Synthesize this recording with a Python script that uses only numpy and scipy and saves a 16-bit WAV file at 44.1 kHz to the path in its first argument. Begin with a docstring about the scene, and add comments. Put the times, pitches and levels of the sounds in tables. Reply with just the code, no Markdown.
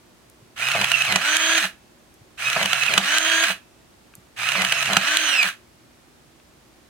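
"""A quiet room: a compact film camera, held close, takes three pictures.
Each time the motor labours through a cam cycle with ticking pawls and two juddering climbs; the
mechanism snaps over; the motor runs up, winds the film past a counter click and coasts to rest.
Gear noise, mesh tones and impacts sound through the plastic body. Under them: brush hiss,
a ringing spring, thumb touches, room air and mains hum."""
import sys
import numpy as np
from scipy import signal
from scipy.fft import rfft, irfft, next_fast_len
from scipy.io import wavfile

SR = 44100
rng = np.random.default_rng(int(sys.argv[2]) if len(sys.argv) > 2 else 0)


def put_to_file(sound):
    """Save the sound as 16-bit audio at rate SR, in the file named by the first command-line argument."""
    columns = np.atleast_2d(sound).T  # one column per channel
    safe = np.clip(columns, -1, 1)
    whole_steps = np.round(safe * 32767)
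    wavfile.write(sys.argv[1], SR, whole_steps.astype(np.int16))


N = 304157
TIME_S = np.arange(N) / SR
FFT_SIZE = 2 * next_fast_len(N // 2 + SR // 4)
BIN_HZ = np.maximum(np.arange(FFT_SIZE // 2 + 1) * SR / FFT_SIZE, 1)

# cam cycle per picture: start_s, time_stretch, snap_s, snap_db
CAM_CYCLES = [(.5587, 1, 1.159, -9), (2.373, 1, 2.978, -6.5), (4.3597, 1.014, 4.9679, -7)]
# wind per picture: click_s, power_cut_s, full_speed_hz, drag_loss_hz, spring_offset_db
FILM_WINDS = [(1.368, 1.579, 311, -0.5, 1), (3.184, 3.437, 311, 0.5, 3), (5.1707, 5.4288, 311, 93, -15)]
# cam climbs, from motor start, before stretch: begin_s, end_s
CAM_CLIMBS = [(.177, .268), (.502, .66)]
# pawl drops, same clock: start_s, level_db, t60_s
PAWL_DROPS = [(.127, -17, 0.0085), (.157, -18.5, 0.022), (0.2553, -16.5, 0.03), (.285, -14, 0.0077),
              (.358, -12, 0.013), (.4615, -16.5, .012), (0.4902, -20, 0.033), (.565, -14, .012)]
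# cam follower knocks, same clock: start_s, level_db
FOLLOWER_KNOCKS = [(.19, -21.5), (.358, -31.5)]
# knocks of the stopping spool: start_s, level_db
SPOOL_STOPS = [(1.642, -29), (3.502, -26.5), (5.444, -32)]
# thumb on button and case: start_s, relative_db, band_hz, t60_s
THUMB_TOUCHES = [(0.299, -46, 9000, 0.01), (0.419, -52, 115, 0.045), (2.141, -49, 9150, .012),
                 (2.213, -51, 106, .06), (4.138, -43.5, 1990, 0.023), (4.153, -34.5, 9300, 0.006),
                 (4.177, -49, 130, 0.041), (6.399, -53, 2500, .02)]

# mesh tones: motor_rate_multiple, relative_db
CAM_TONES = [(1, 0.5), (5, -27), (10, -23.5), (20, -15.5), (23, -25.5), (30, -19), (40, -15.5), (48, -17)]
JUDDER_TONES = [(1, -24), (2, -26), (6, -25.5)]
ROTOR_TONES = [(1, -3.5), (2, -19.5), (3, -20)]
IDLER_TONES = [(4, -34.5), (5, -22.5), (9, -36), (19, -30.5)]
PINION_TONES = [(10, -18), (11, -27), (14, -26), (20, -11.5), (30, -14)]
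# body response to rotor unbalance: speed_hz, gain_db
UNBALANCE_RESPONSE = [(120, -1.5), (195, 2.5), (245, -9), (285, -8.5), (315, -5), (332, 2)]

# body colour per force: freq_hz, relative_db
CAM_COLOUR = [(30, -51.5), (140, -33), (300, -24.5), (450, -24.5), (680, -10.5), (900, -13), (1350, -1.5),
              (1900, -1.5), (2800, -2), (3600, -8.5), (5000, -15), (9800, -19), (11000, -28), (16000, -31)]
JUDDER_COLOUR = [(35, -34.5), (110, -7.5), (195, -1), (260, -13.5), (430, -9.5), (680, -0.5), (950, -5.5),
                 (1400, -1), (3000, -30), (10000, -54)]
WIND_COLOUR = [(50, -48), (330, -22), (440, -29), (660, -7.5), (820, -16), (1200, -4), (1600, 2.5),
               (2100, -1), (3000, -3), (3700, -5.5), (5200, -14), (8500, -17.5), (11000, -30.5),
               (16000, -28.5)]
BRUSH_COLOUR = [(2000, -23), (5000, -35.5), (8000, -2.5), (9900, 7), (11200, 2), (16000, -4)]
PAWL_COLOUR = [(100, -46.5), (700, -5.5), (1500, -1), (2900, 6), (4500, -6), (7500, -10), (11000, -14),
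               (16000, -24)]
COUNTER_COLOUR = [(100, -38.5), (700, -33), (1500, -12), (2900, 2.5), (4200, -2.5), (5500, -12), (7700, -2),
                  (9500, -10.5), (12000, -15), (16000, -26)]
SNAP_COLOUR = [(30, -51.5), (170, -3), (330, -16), (550, -20.5), (870, 0.5), (1080, -8.5), (1400, 0.5),
               (2000, -8.5), (2800, -1.5), (4300, -11.5), (7500, -15.5), (11000, -24.5), (16000, -28.5)]
KNOCK_COLOUR = [(60, -25.5), (180, -4), (330, -24.5), (640, 4), (1000, -4.5), (1500, 0.5), (3000, -17),
                (10000, -35)]
# case resonances: centre_hz, width_hz, lift_db
CASE_MODES = [(192, 19.4, 6), (704, 72, 2.5), (1410, 130, 1), (1705, 140, 2), (2528, 130, 5.5),
              (2908, 270, 4), (4070, 350, 4), (6215, 620, 6.5), (7750, 290, 3.5), (8620, 360, 4.5),
              (9600, 320, 0)]

# stereo balance: freq_hz, left_minus_right_db
CAMERA_BALANCE = [(100, -0.5), (500, -1.1), (1150, 0), (1750, -2), (2700, -8), (4200, -3.5), (5100, 2.5),
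                  (6200, -5), (7300, 0), (15000, 0)]
AIR_BALANCE = [(60, -1.5), (180, -1), (550, -1.5), (1650, -1.5), (4970, -1), (15000, 0)]
# phase between microphones: freq_hz, left_lead_rad
CAMERA_PHASE = [(800, 0), (1650, -.2), (2100, 1.6), (2700, -1.3), (3400, -.3), (4500, -2.1), (5800, -3),
                (7400, -6.1), (12000, -6.3)]
# likeness of left and right: freq_hz, coherence
CAMERA_COHERENCE = [(100, .99), (700, 1), (1200, 0.62), (2200, 0.78), (2600, 0.36), (5500, 0.27),
                    (7000, 0.124), (15000, 0.45)]
AIR_COHERENCE = [(30, .6), (60, 0.51), (120, 0.57), (350, 0.38), (1000, 0.16), (3000, 0.088), (15000, 0.08)]
# room air spectrum: freq_hz, relative_db
AIR_COLOUR = [(12, -56), (20, -20), (48, -9), (120, -5.5), (210, -7), (241, -11.5), (270, -7), (357, -4),
              (422, -11), (607, -10.5), (718, -12), (825, -13.5), (1260, -15), (8890, -25), (16000, -33)]
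# mains hum: pitch_hz, level_db
MAINS_HUM = [(59.2, -70), (120, -76), (240, -67), (360, -76)]

# motor speeds in Hz are turns per second
CAM_SPEED_HZ, CLIMB_SPEED_HZ, SPIN_UP_S, INERTIA_S = 128, 99, .019, .025
SPURT_HZ, SPURT_S, SPURT_EASE_DB, SPURT_TONES_EASE_DB = 13, .035, 2.5, 2
CAM_DB, CAM_ATTACK_S, CAM_FADE_DB_PER_S = -23.5, .048, 422
CAM_TONES_DB, PRESS_DB, PRESS_HZ_PER_S = -1.5, 5.5, 450
JUDDER_FREE_DB, JUDDER_FULL_DB, JUDDER_FULL_STRAIN, JUDDER_FADE_DB_PER_S = -54, -30, .62, 261
RUN_UP_S, CREEP_HZ_PER_S, DRAG_EXPONENT, COAST_S, TAIL_S = .048, 37, 1.6, .12, .25
WIND_DB, WIND_DB_PER_OCTAVE, CLICK_EASE_DB, CLICK_EASE_S = -20.5, 13.5, 7.5, .03
RATTLE_DB, RATTLE_S, RATTLE_FADE_DB_PER_S = -21.5, .071, 441
IDLER_LOADED_DB, IDLER_FREE_DB, SLACK_DB, ROTOR_SLACK_DB = 5, 0, -20, -1.5
PINION_DB, PINION_DB_PER_S, PINION_RUN_UP_DB = -1, 14, -13.5
PINION_DB_PER_LOST_HZ, WOBBLE_PER_LOST_HZ = .119, .000109
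BRUSH_OFFSET_DB, BRUSH_CEILING_DB, BRUSH_COAST_DB = -18.5, -42.5, 5
COUNTER_DB, BRAKE_DB = -11.5, -14.5
SPRING_HZ, SPRING_T60_S, SPRING_DB = 2630, .94, -54


def cam_drive():
    """The motor labours up to the snap; on each climb the loaded train judders once a turn."""
    whirr, judder, hiss = np.zeros((3, 2, N))
    for start_s, stretch, snap_s, _ in CAM_CYCLES:
        t = np.arange(start_s, snap_s + TAIL_S, 1 / SR)
        speed_hz, strain, spurt = cam_motion((t - start_s) / stretch)
        swell_db = 20 * np.log10(1 - np.exp(-(t - start_s) / CAM_ATTACK_S) + 1e-6)
        gear_db = CAM_DB + swell_db - SPURT_EASE_DB * spurt - CAM_FADE_DB_PER_S * since(t, snap_s)
        strain_db = np.interp(strain, [0, JUDDER_FULL_STRAIN], [JUDDER_FREE_DB, JUDDER_FULL_DB])
        judder_db = strain_db + swell_db - JUDDER_FADE_DB_PER_S * since(t, snap_s)
        braking = -np.tanh(np.gradient(speed_hz, t) / PRESS_HZ_PER_S)
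        upper_db = CAM_TONES_DB - SPURT_TONES_EASE_DB * spurt + PRESS_DB * braking
        angle = rotor_angle(t, speed_hz, wobble=.0049)
        teeth = tooth_noise(t, angle, throb_db=2.2, chatter_db=1.8, grain_db=2)
        tones = gear_mesh(t, angle, CAM_TONES[:1], flutter_db=3.5)
        tones += from_db(upper_db) * gear_mesh(t, angle, CAM_TONES[1:], flutter_db=4.5)
        add(whirr, start_s, from_db(gear_db) * (teeth + tones))
        shake = tooth_noise(t, angle, throb_db=8.5, chatter_db=3, grain_db=.5)
        shake += gear_mesh(t, angle, JUDDER_TONES, flutter_db=1)
        add(judder, start_s, from_db(judder_db) * shake)
        add(hiss, start_s, brushes(gear_db))
    return whirr, judder, hiss


def cam_motion(age_s):
    """The motor spins up, slows under strain on each climb and spurts when a pawl lets go."""
    climbing = sum(1. * ((age_s > begin_s) & (age_s < end_s)) for begin_s, end_s in CAM_CLIMBS)
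    strain = lagged(climbing, INERTIA_S)
    releases = sum((age_s > at_s) * np.exp(-since(age_s, at_s) / SPURT_S) for at_s, _, _ in PAWL_DROPS)
    spurt = lagged(releases, lag_s=.00793)
    free_hz = CAM_SPEED_HZ * (1 - np.exp(-age_s / SPIN_UP_S)) + SPURT_HZ * spurt
    return free_hz + strain * (CLIMB_SPEED_HZ - free_hz), strain, spurt


def film_wind():
    """The gears sing while pulling one frame through; unpowered, they go slack, rattle and fade."""
    whirr, hiss = np.zeros((2, 2, N))
    for (_, _, snap_s, _), (click_s, cut_s, full_hz, drag_hz, _) in zip(CAM_CYCLES, FILM_WINDS):
        t = np.arange(snap_s, cut_s + TAIL_S, 1 / SR)
        age_s = t - snap_s
        speed_hz, lost_hz = wind_motion(t, click_s, cut_s, full_hz, drag_hz)
        slack = lagged(1. * (t > cut_s), lag_s=.021)
        slack_db = SLACK_DB * slack
        ease_db = CLICK_EASE_DB * (t > click_s) * np.exp(-since(t, click_s) / CLICK_EASE_S)
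        pull_db = WIND_DB + WIND_DB_PER_OCTAVE * np.log2(speed_hz / full_hz) - ease_db
        fade_s = cut_s + RATTLE_S * np.interp(cut_s, t, speed_hz) / full_hz
        gear_db = pull_db + slack * (RATTLE_DB - pull_db) - RATTLE_FADE_DB_PER_S * since(t, fade_s)
        rotor_db = np.interp(speed_hz, *np.transpose(UNBALANCE_RESPONSE)) + ROTOR_SLACK_DB * slack
        # the idler drives the counter until it clicks
        idler_db = np.where(t < click_s, IDLER_LOADED_DB, IDLER_FREE_DB) + slack_db
        # the pinion whines louder as the film tightens
        run_up_db = PINION_RUN_UP_DB * np.exp(-age_s / RUN_UP_S)
        pinion_db = PINION_DB + PINION_DB_PER_S * age_s + run_up_db + slack_db
        angle = rotor_angle(t, speed_hz, wobble=.0032 + WOBBLE_PER_LOST_HZ * lost_hz)
        force = tooth_noise(t, angle, throb_db=1, chatter_db=3.5, grain_db=2.5)
        voices = [(ROTOR_TONES[:1], rotor_db), (ROTOR_TONES[1:], slack_db),
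                  (IDLER_TONES, idler_db),
                  (PINION_TONES[:1], pinion_db + PINION_DB_PER_LOST_HZ * lost_hz),
                  (PINION_TONES[1:], pinion_db)]
        for tones, gain_db in voices:
            force += from_db(gain_db) * gear_mesh(t, angle, tones, flutter_db=2)
        add(whirr, snap_s, from_db(gear_db) * force)
        add(hiss, snap_s, from_db(BRUSH_COAST_DB * slack) * brushes(gear_db))
    return whirr, hiss


def wind_motion(t, click_s, cut_s, full_hz, drag_hz):
    """Quick run-up, any film drag after the counter click, then coasting."""
    powered_s = np.minimum(t, cut_s)
    age_s = powered_s - t[0]
    lost_hz = drag_hz * (since(powered_s, click_s) / (cut_s - click_s)) ** DRAG_EXPONENT
    run_up_hz = full_hz - (full_hz - CLIMB_SPEED_HZ) * np.exp(-age_s / RUN_UP_S)
    driven_hz = run_up_hz + CREEP_HZ_PER_S * age_s - lost_hz
    return driven_hz * np.exp(-since(t, cut_s) / COAST_S), lost_hz


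def rotor_angle(t, speed_hz, wobble):
    """Angle in radians of a slightly unsteady motor."""
    return 2 * np.pi * np.cumsum(speed_hz * (1 + wobble * drift(149.2, t))) / SR


def tooth_noise(t, angle, throb_db, chatter_db, grain_db):
    """Dense tooth contacts of uneven force, harder once a turn, chattering in their play."""
    noise = rng.standard_normal((3, 2 * SR))[:, :len(t)]
    force_db = grain_db * noise[2] + throb_db * np.cos(angle) + chatter_db * np.tanh(drift(330, t))
    return rms_one(noise[:2] * from_db(force_db))


def gear_mesh(t, angle, tones, flutter_db):
    """Gear pairs sing multiples of the motor rate; off-centre teeth press harder once a turn."""
    quadrature = np.array([[0], [np.pi / 2]])
    out = 0
    for multiple, level_db in tones:
        roughness = min(multiple / 10, 1)  # fine teeth rattle in their play
        phase = np.round(multiple) * angle + rng.uniform(0, 2 * np.pi)
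        phase += roughness * .5 * drift(180, t)
        tone_db = level_db + flutter_db * drift(70.74, t)
        throb_db = roughness * 3.55 * np.cos(angle + rng.uniform(0, 2 * np.pi))
        spread_rad = quadrature + [[0], [1]] * drift(12.03, t)
        out += np.sqrt(2) * from_db(tone_db + throb_db) * np.sin(phase + spread_rad)
    return out


def brushes(gear_db):
    """Brush hiss follows the gear level up to a ceiling."""
    level_db = np.minimum(gear_db + BRUSH_OFFSET_DB, BRUSH_CEILING_DB)
    return from_db(level_db) * rng.standard_normal((2, len(gear_db)))


def mechanism_impacts():
    """Forces of pawls and brake, frame counter, snaps, and follower and spool knocks."""
    pawls, counter, snaps, knocks = np.zeros((4, 2, N))
    thuds = list(SPOOL_STOPS)
    for start_s, stretch, snap_s, snap_db in CAM_CYCLES:
        for at_s, level_db, t60_s in PAWL_DROPS:
            add(pawls, start_s + stretch * at_s, from_db(level_db) * impact(t60_s, hold_s=.0025, crack=6))
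        add(snaps, snap_s, from_db(snap_db) * impact(t60_s=.018, hold_s=.0029, crack=9.7))
        thuds += [(start_s + stretch * at_s, level_db) for at_s, level_db in FOLLOWER_KNOCKS]
    for click_s, cut_s, *_ in FILM_WINDS:
        add(counter, click_s, from_db(COUNTER_DB) * impact(t60_s=.008, hold_s=.0015, crack=7.5))
        add(pawls, cut_s, from_db(BRAKE_DB) * impact(t60_s=.028, hold_s=.002, crack=6.5))
    for start_s, level_db in thuds:
        add(knocks, start_s, from_db(level_db) * impact(t60_s=.0516, hold_s=.0059, crack=9.9))
    return pawls, counter, snaps, knocks


def impact(t60_s, hold_s, crack):
    """Hard contact, a brief buzz as the parts bounce, fast decay."""
    t = TIME_S[:SR // 8]
    burst = rng.choice([-1., 1.], (2, len(t))) * from_db(-60 * since(t, hold_s) / t60_s)
    burst[0, 0] = crack
    return burst


def camera_body(parts):
    """Body colours and case resonances shape each force on its way to two close microphones."""
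    lift_db = sum(db / (1 + (2 * (BIN_HZ - hz) / width_hz) ** 2) for hz, width_hz, db in CASE_MODES)
    spectra = 0
    for force, colour in parts:
        response = minimum_phase(rms_one(from_db(over_hz(colour) + lift_db)))
        spectra += rfft(force, FFT_SIZE) * response
    sides = np.array([[.5], [-.5]])
    balance = from_db(sides * over_hz(CAMERA_BALANCE))
    balance /= np.sqrt(np.mean(balance ** 2, axis=0))
    phase_shift = np.exp(1j * sides * over_hz(CAMERA_PHASE))
    return irfft(stereo_pair(spectra, CAMERA_COHERENCE) * balance * phase_shift)[:, :N]


def spring():
    """A small spring, flicked as each wind ends, rings on faintly."""
    out, t = np.zeros((2, N)), TIME_S[:SR]
    tone = np.sin(2 * np.pi * SPRING_HZ * t)[None]
    for _, cut_s, _, _, offset_db in FILM_WINDS:
        add(out, cut_s, from_db(SPRING_DB + offset_db - 60 * t / SPRING_T60_S) * tone)
    return out


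def thumb(gain_db=6):
    """Faint button ticks and soft bumps on the case."""
    out = np.zeros((2, N))
    for start_s, relative_db, band_hz, t60_s in THUMB_TOUCHES:
        edges_hz = [band_hz / 1.58, min(band_hz * 1.34, SR * .45)]
        band = signal.butter(2, edges_hz, "band", fs=SR, output="sos")
        touch = signal.sosfilt(band, impact(t60_s, hold_s=.00023, crack=3.4)[:1])
        add(out, start_s, from_db(relative_db + gain_db) * touch / np.abs(touch).max())
    return out


def room(sound, t60_s=.21, level_db=-12):
    """Short tail from the walls; long waves reach both microphones alike."""
    t = TIME_S[:SR // 2]
    tail = rng.standard_normal((2, len(t))) * from_db(-60 * t / t60_s) * (t > .004)
    bass = signal.sosfilt(signal.butter(1, 900, fs=SR, output="sos"), tail)
    tail = tail - bass + bass[0]
    tail /= np.sqrt(np.sum(tail[0] ** 2))
    return from_db(level_db) * signal.fftconvolve(sound, tail, axes=1)[:, :N]


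def background(air_db=-54):
    """Still air, microphone hiss and faint mains hum."""
    gains = from_db(over_hz(AIR_COLOUR) + np.array([[.5], [-.5]]) * over_hz(AIR_BALANCE))
    noise = rfft(rng.standard_normal((2, FFT_SIZE)))
    air = irfft(stereo_pair(noise, AIR_COHERENCE) * gains)[:, :N]
    hum = sum(np.sqrt(2) * from_db(level_db) * np.sin(2 * np.pi * (pitch_hz * TIME_S + rng.random()))
              for pitch_hz, level_db in MAINS_HUM)
    return from_db(air_db) * rms_one(air) + hum


def from_db(db):
    return 10 ** (np.asarray(db) / 20)


def rms_one(x):
    return x / np.sqrt(np.mean(x ** 2) + 1e-20)


def since(t, start_s):
    return np.maximum(t - start_s, 0)


def add(track, start_s, sound):
    start = int(start_s * SR)
    track[:, start:start + sound.shape[1]] += sound[:, :N - start]


def lagged(target, lag_s):
    """One-pole inertia."""
    pole = np.exp(-1 / (lag_s * SR))
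    return signal.lfilter([1 - pole], [1, -pole], target)


def drift(rate_hz, t):
    """Random wander, spread about 1."""
    knots = rng.standard_normal(4096)
    return np.interp((t - t[0]) * rate_hz, np.arange(len(knots)), knots)


def over_hz(points):
    """Table interpolated over log frequency."""
    freq_hz, value = np.transpose(points)
    return np.interp(np.log(BIN_HZ), np.log(freq_hz), value)


def minimum_phase(gain):
    """Causal response: nothing rings before it is struck."""
    cepstrum = irfft(np.log(gain))
    cepstrum[1:FFT_SIZE // 2] *= 2
    cepstrum[FFT_SIZE // 2 + 1:] = 0
    return np.exp(rfft(cepstrum))


def stereo_pair(spectra, coherence):
    """Two unrelated spectra mixed to left and right of the given coherence."""
    alike = np.clip(over_hz(coherence), -.995, .995)
    mid = np.sqrt((1 + alike) / 2) * spectra[0]
    side = np.sqrt((1 - alike) / 2) * spectra[1]
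    return np.array([mid + side, mid - side])


def scene():
    """Drive and impacts through one body, plus spring, thumb, room and background."""
    cam, judder, cam_hiss = cam_drive()
    wind, wind_hiss = film_wind()
    pawls, counter, snaps, knocks = mechanism_impacts()
    camera = camera_body([(cam, CAM_COLOUR), (judder, JUDDER_COLOUR), (wind, WIND_COLOUR),
                          (cam_hiss + wind_hiss, BRUSH_COLOUR), (pawls, PAWL_COLOUR),
                          (counter, COUNTER_COLOUR), (snaps, SNAP_COLOUR), (knocks, KNOCK_COLOUR)])
    close = camera + spring() + thumb()
    return close + room(close) + background()


def record(dry):
    """Clip at full scale, low-pass at 16 kHz."""
    lowpass = signal.ellip(10, .1, 70, 16000, fs=SR, output="sos")
    return signal.sosfilt(lowpass, np.clip(dry, -1, 1))


dry = scene()
out = record(dry)
put_to_file(out)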